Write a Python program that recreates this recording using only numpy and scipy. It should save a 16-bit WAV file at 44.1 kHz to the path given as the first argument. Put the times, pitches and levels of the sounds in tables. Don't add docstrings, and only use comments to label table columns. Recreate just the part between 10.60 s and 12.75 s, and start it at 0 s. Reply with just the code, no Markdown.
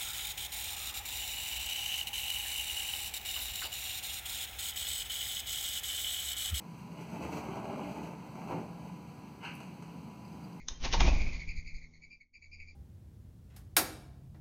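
import sys
import numpy as np
from scipy import signal
from scipy.fft import rfft, irfft
from scipy.io import wavfile
from scipy.ndimage import uniform_filter1d

SR = 44100
rng = np.random.default_rng(int(sys.argv[2]) if len(sys.argv) > 2 else 0)


def wav_record(signal):
    frames = np.transpose(np.atleast_2d(signal))
    bounded = np.clip(frames, -1, 1)
    quanta = np.round(bounded * 32767).astype(np.int16)
    wavfile.write(sys.argv[1], SR, quanta)


N = 94815
T = np.arange(N) / SR

# peak time in seconds, feather hiss in dB, whoosh in dB,
# rise and fall in seconds.
STROKES = [(.105, -58.5, -56.5, 0.015, 0.03), (.253, -35, -37, 0.016, 0.018),
           (.337, -29.5, -36, 0.0092, 0.016), (0.406, -31.5, -34, 0.0062, 0.016),
           (0.479, -39, -37.5, .028, 0.021), (.535, -57.5, -51.5, .02, 0.039),
           (0.614, -53.5, -57.5, 0.029, 0.031), (0.678, -62.5, -58.5, 0.025, 0.09),
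           (.745, -61, -70, 0.03, 0.094)]
# time in seconds, level in dB.
QUILL_SNAPS = [(0.2785, -41), (.328, -37), (0.4073, -31.5), (0.4657, -37)]
# peak time in seconds, length in seconds, level in dB,
# pitch in Hz, overtones in dB relative to the fundamental.
WINGBEATS = [(.003, 0.025, -53.5, 2243, -13.5), (0.421, 0.05, -38, 2372, -26),
             (.485, 0.047, -39, 2487, -18.5), (0.551, 0.065, -41, 2324, -17), (0.608, .04, -40, 2388, -13),
             (0.675, 0.06, -43, 2325, -14.5), (.738, 0.049, -42.5, 2280, -11),
             (0.808, .036, -42.5, 2244, -12.5), (0.895, 0.048, -42, 2310, -13),
             (0.976, 0.046, -45.5, 2243, -10.5), (1.075, 0.055, -48.5, 2297, -9),
             (1.154, .046, -52.5, 2294, -6.5), (1.229, 0.033, -51, 2201, -11),
             (1.347, 0.054, -62, 2193, -8), (1.433, .036, -52.5, 2303, -10.5),
             (1.519, 0.039, -53, 2373, -9.5), (1.612, .022, -57, 2233, -14),
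             (1.750, 0.029, -52, 2337, -9.5), (1.833, 0.04, -54.5, 2282, -9),
             (1.933, .036, -50, 2388, -5.5), (2.005, 0.04, -46.5, 2324, -17.5),
             (2.085, 0.045, -54.5, 2340, -8.5)]
# time in seconds, rasp over tone in dB.
WHISTLE_RASP = [(.5, 12.5), (1.15, 8.5), (1.45, -2), (2.1, -2.5)]
# time in seconds,
# level in dB, resonance in Hz.
WING_CLAPS = [(.344, -31.5, 829.5), (0.411, -31, 922), (.454, -32.5, 189.5), (0.48, -33.5, 608)]
# time in seconds, level in dB.
BUFFETS = [(0.121, -33), (0.241, -28), (.305, -27), (0.35, -24), (.385, -24.5), (.429, -24), (.452, -16),
           (.485, -24.5), (.52, -20.5), (0.544, -19.5), (0.611, -18.5), (0.678, -20), (0.752, -29.5),
           (0.826, -54), (.903, -28.5), (0.987, -27.5), (1.074, -36.5), (1.162, -31.5), (1.243, -41.5)]
# frequency in Hz, relative level in dB.
FEATHER_SPECTRUM = [(600, -32.5), (1500, -7.5), (2000, -5), (2700, -2), (3500, -2.5), (4700, -7),
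                    (6000, -4.5), (7000, -12.5)]
WHOOSH_SPECTRUM = [(50, -13.5), (130, 1.5), (210, -3.5), (300, 0.5), (450, -3.5), (700, -4.5), (1120, -3.5),
                   (1450, -18), (2200, -23), (5000, -47.5)]
WAKE_SPECTRUM = [(8, -10), (30, 2), (65, -1), (95, -15), (150, -12.5), (250, -22.5), (600, -42)]
WIRE_SPECTRUM = [(200, -17), (550, -21), (1050, -9), (1500, -8.5), (2200, -9.5), (2650, -16.5), (3630, 2.5),
                 (4600, -13), (5200, -2), (6050, 2), (7000, -9.5)]
AIR_SPECTRUM = [(15, 8), (40, -4), (110, -15), (220, -17), (350, -23.5), (600, -32), (1050, -36),
                (1400, -43), (3000, -43.5), (7000, -34.5)]
# time in seconds, then the first, second and third harmonic in dB.
HUM_LEVELS = [(0, -88, -66.5, -68), (.55, -88.5, -50.5, -52.5), (.88, -46.5, -53, -69),
              (1.2, -60, -61, -66), (1.5, -74, -70, -76.5), (1.69, -83.5, -94, -89.5),
              (1.85, -61, -79.5, -79.5), (2.0, -54, -70.5, -76.5), (2.15, -55.5, -71, -74)]
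# time in seconds, level in dB.
AIR_LEVELS = [(0, -51), (1.2, -54), (1.53, -60), (1.62, -67), (1.71, -75.5), (1.78, -62), (2.0, -58),
              (2.15, -57)]
# frequency in Hz, seconds to die away by 60 dB.
BALCONY_DECAY = [(100, 0.8), (400, 0.97), (1000, 0.43), (1500, 0.33), (2300, 0.97), (3100, 0.17),
                 (4500, 0.51), (7000, 0.27)]

SNAP_RISE_S, WOBBLE_HZ, BANDWIDTH_HZ = .0005, 260, 6920


def wing_swishes():
    grains_per_s, grain_spread_db, lag_s = 3000, 1.5, .0041
    grains = rng.standard_normal(N) * amp(grain_spread_db * np.minimum(rng.exponential(1, N), 4))
    grains *= rng.random(N) < grains_per_s / SR
    feathers = unit(colour(grains, FEATHER_SPECTRUM) + noise(FEATHER_SPECTRUM))
    hiss = sum(amp(db) * swell(s, rise, fall) for s, db, _, rise, fall in STROKES)
    snaps = sum(amp(db) * swell(s, SNAP_RISE_S, fall_s=.0013) for s, db in QUILL_SNAPS)
    whoosh = sum(amp(db) * swell(s + lag_s, rise, fall) for s, _, db, rise, fall in STROKES)
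    return (hiss + snaps) * feathers + whoosh * noise(WHOOSH_SPECTRUM)


def feather_whistle():
    rise_share, pitch_arch, flutter_db, third_db = .31, .015, 2, -4.5
    partials = [rough_partial(order) for order in (1, 2, 3)]
    wobble = .015 * drift(WOBBLE_HZ)
    flutter = unit(amp(flutter_db * drift(WOBBLE_HZ)))
    out = np.zeros(N)
    for s, length, db, hz, overtone_db in WINGBEATS:
        on = abs(T - s) < 2 * length
        width_s = length * np.where(T[on] < s, rise_share, 1 - rise_share)
        speed = np.exp(-((T[on] - s) / width_s) ** 2)
        pitch_hz = hz * (1 + pitch_arch * (speed - np.pi / 4) + wobble[on])
        carrier = np.exp(1j * phase(pitch_hz))
        first, second, third = (rough[on] * carrier ** k for k, rough in enumerate(partials, 1))
        tone = (first + amp(overtone_db) * (second + amp(third_db) * third)).real
        out[on] += amp(db) * speed ** .66 * flutter[on] * tone
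    return out


def rough_partial(order):
    tilt_db = -.5 * (order - 2.5)
    rasp = amp(np.interp(T, *np.transpose(WHISTLE_RASP)) + tilt_db)
    turbulence = (churn(width_hz=226 * order) + amp(-15.5) * churn(width_hz=380 * order)) / np.sqrt(2)
    return (1 + rasp * turbulence) / np.hypot(1, rasp)


def wing_claps():
    ring = churn(width_hz=333)
    return sum(amp(db) * swell(s, rise_s=.0058, fall_s=.011) * (ring * np.exp(2j * np.pi * hz * T)).real
               for s, db, hz in WING_CLAPS)


def wing_draught():
    buffets = np.zeros(N)
    for s, db in BUFFETS:
        suck = .54 * bump(s - .016, width_s=.015)
        settle = .19 * bump(s + .016, width_s=.016)
        buffets += amp(db) * (bump(s, width_s=.0056) - suck + settle)
    wake = amp(-24) * swell(peak_s=.44, rise_s=.085, fall_s=.15) * noise(WAKE_SPECTRUM)
    return buffets + wake


def claw_click():
    push_off_s = .0853
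    click = swell(push_off_s, SNAP_RISE_S, fall_s=.0024)
    scrape = amp(-15.5) * swell(push_off_s, rise_s=.0045, fall_s=.02)
    return amp(-30) * (click + scrape) * noise(WIRE_SPECTRUM)


def squeak():
    pitch_hz = 3150 * (1 + .0033 * drift(WOBBLE_HZ))
    return amp(-58) * bump(peak_s=.161, width_s=.017) * np.sin(phase(pitch_hz))


def wall_echo(x, decay):
    count, reflections_per_s, delay_s = SR // 2, 2500, .0049
    taps = rng.standard_normal(count) * (rng.random(count) < reflections_per_s / SR)
    taps *= T[:count] > delay_s
    hz, t, bands = signal.stft(taps, SR, nperseg=256)
    fade = amp(-60 * t / at_frequency(decay, hz)[:, None])
    tail = signal.istft(bands * fade, SR, nperseg=256)[1]
    return signal.fftconvolve(x, tail / np.linalg.norm(tail))[:N]


def distant_machine():
    times, *harmonics = np.transpose(HUM_LEVELS)
    turn = phase(hz=79.93 * (1 + .013 * drift(rate_hz=12)))
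    return sum(amp(np.interp(T, times, db)) * np.sin(k * turn + 2 * np.pi * rng.random())
               for k, db in enumerate(harmonics, 1))


def open_air():
    return amp(np.interp(T, *np.transpose(AIR_LEVELS))) * noise(AIR_SPECTRUM)


def amp(db):
    return 10 ** (np.asarray(db) / 20)


def unit(x):
    return x / np.sqrt(np.mean(x ** 2) + 1e-20)


def phase(hz):
    return 2 * np.pi * np.cumsum(hz) / SR


def at_frequency(table, hz):
    table_hz, values = np.transpose(table)
    return np.interp(np.log(hz + 1), np.log(table_hz + 1), values)


def colour(x, spectrum):
    hz = np.fft.rfftfreq(N, 1 / SR)
    return unit(irfft(rfft(x) * amp(at_frequency(spectrum, hz)) * (hz < BANDWIDTH_HZ), N))


def noise(spectrum):
    return colour(rng.standard_normal(N), spectrum)


def drift(rate_hz):
    hz = np.fft.rfftfreq(N, 1 / SR)
    return unit(irfft(rfft(rng.standard_normal(N)) * np.exp(-(hz / rate_hz) ** 2), N))


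def churn(width_hz):
    return drift(width_hz) + 1j * drift(width_hz)


def swell(peak_s, rise_s, fall_s):
    return np.exp(-np.maximum((peak_s - T) / rise_s, (T - peak_s) / fall_s))


def bump(peak_s, width_s):
    return np.exp(-((T - peak_s) / width_s) ** 2)


def scene():
    near = wing_swishes() + wing_claps() + claw_click() + squeak()
    whistle = feather_whistle()
    echoes = amp(-10) * wall_echo(near, BALCONY_DECAY)
    echoes += amp(-7) * wall_echo(whistle, decay=[(2300, .19)])
    return (near + whistle + echoes + wing_draught() + distant_machine() + open_air())[None]


def record(dry):
    threshold_db, depth_db, steepness = -101, -7, .8
    bands = signal.stft(dry, nperseg=512, noverlap=384)[2]
    power = uniform_filter1d(abs(bands) ** 2, size=3, axis=1)
    power = abs(uniform_filter1d(power, size=5, axis=2))
    over_threshold = (power / amp(threshold_db) ** 2) ** steepness
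    gain = amp(depth_db / (1 + over_threshold))
    cleaned = signal.istft(bands * gain, nperseg=512, noverlap=384)[1][:, :N]
    lowpass = signal.firwin(1023, BANDWIDTH_HZ, window=("kaiser", 8), fs=SR)
    return signal.oaconvolve(cleaned, lowpass[None], "same")


dry = scene()
out = record(dry)
wav_record(out)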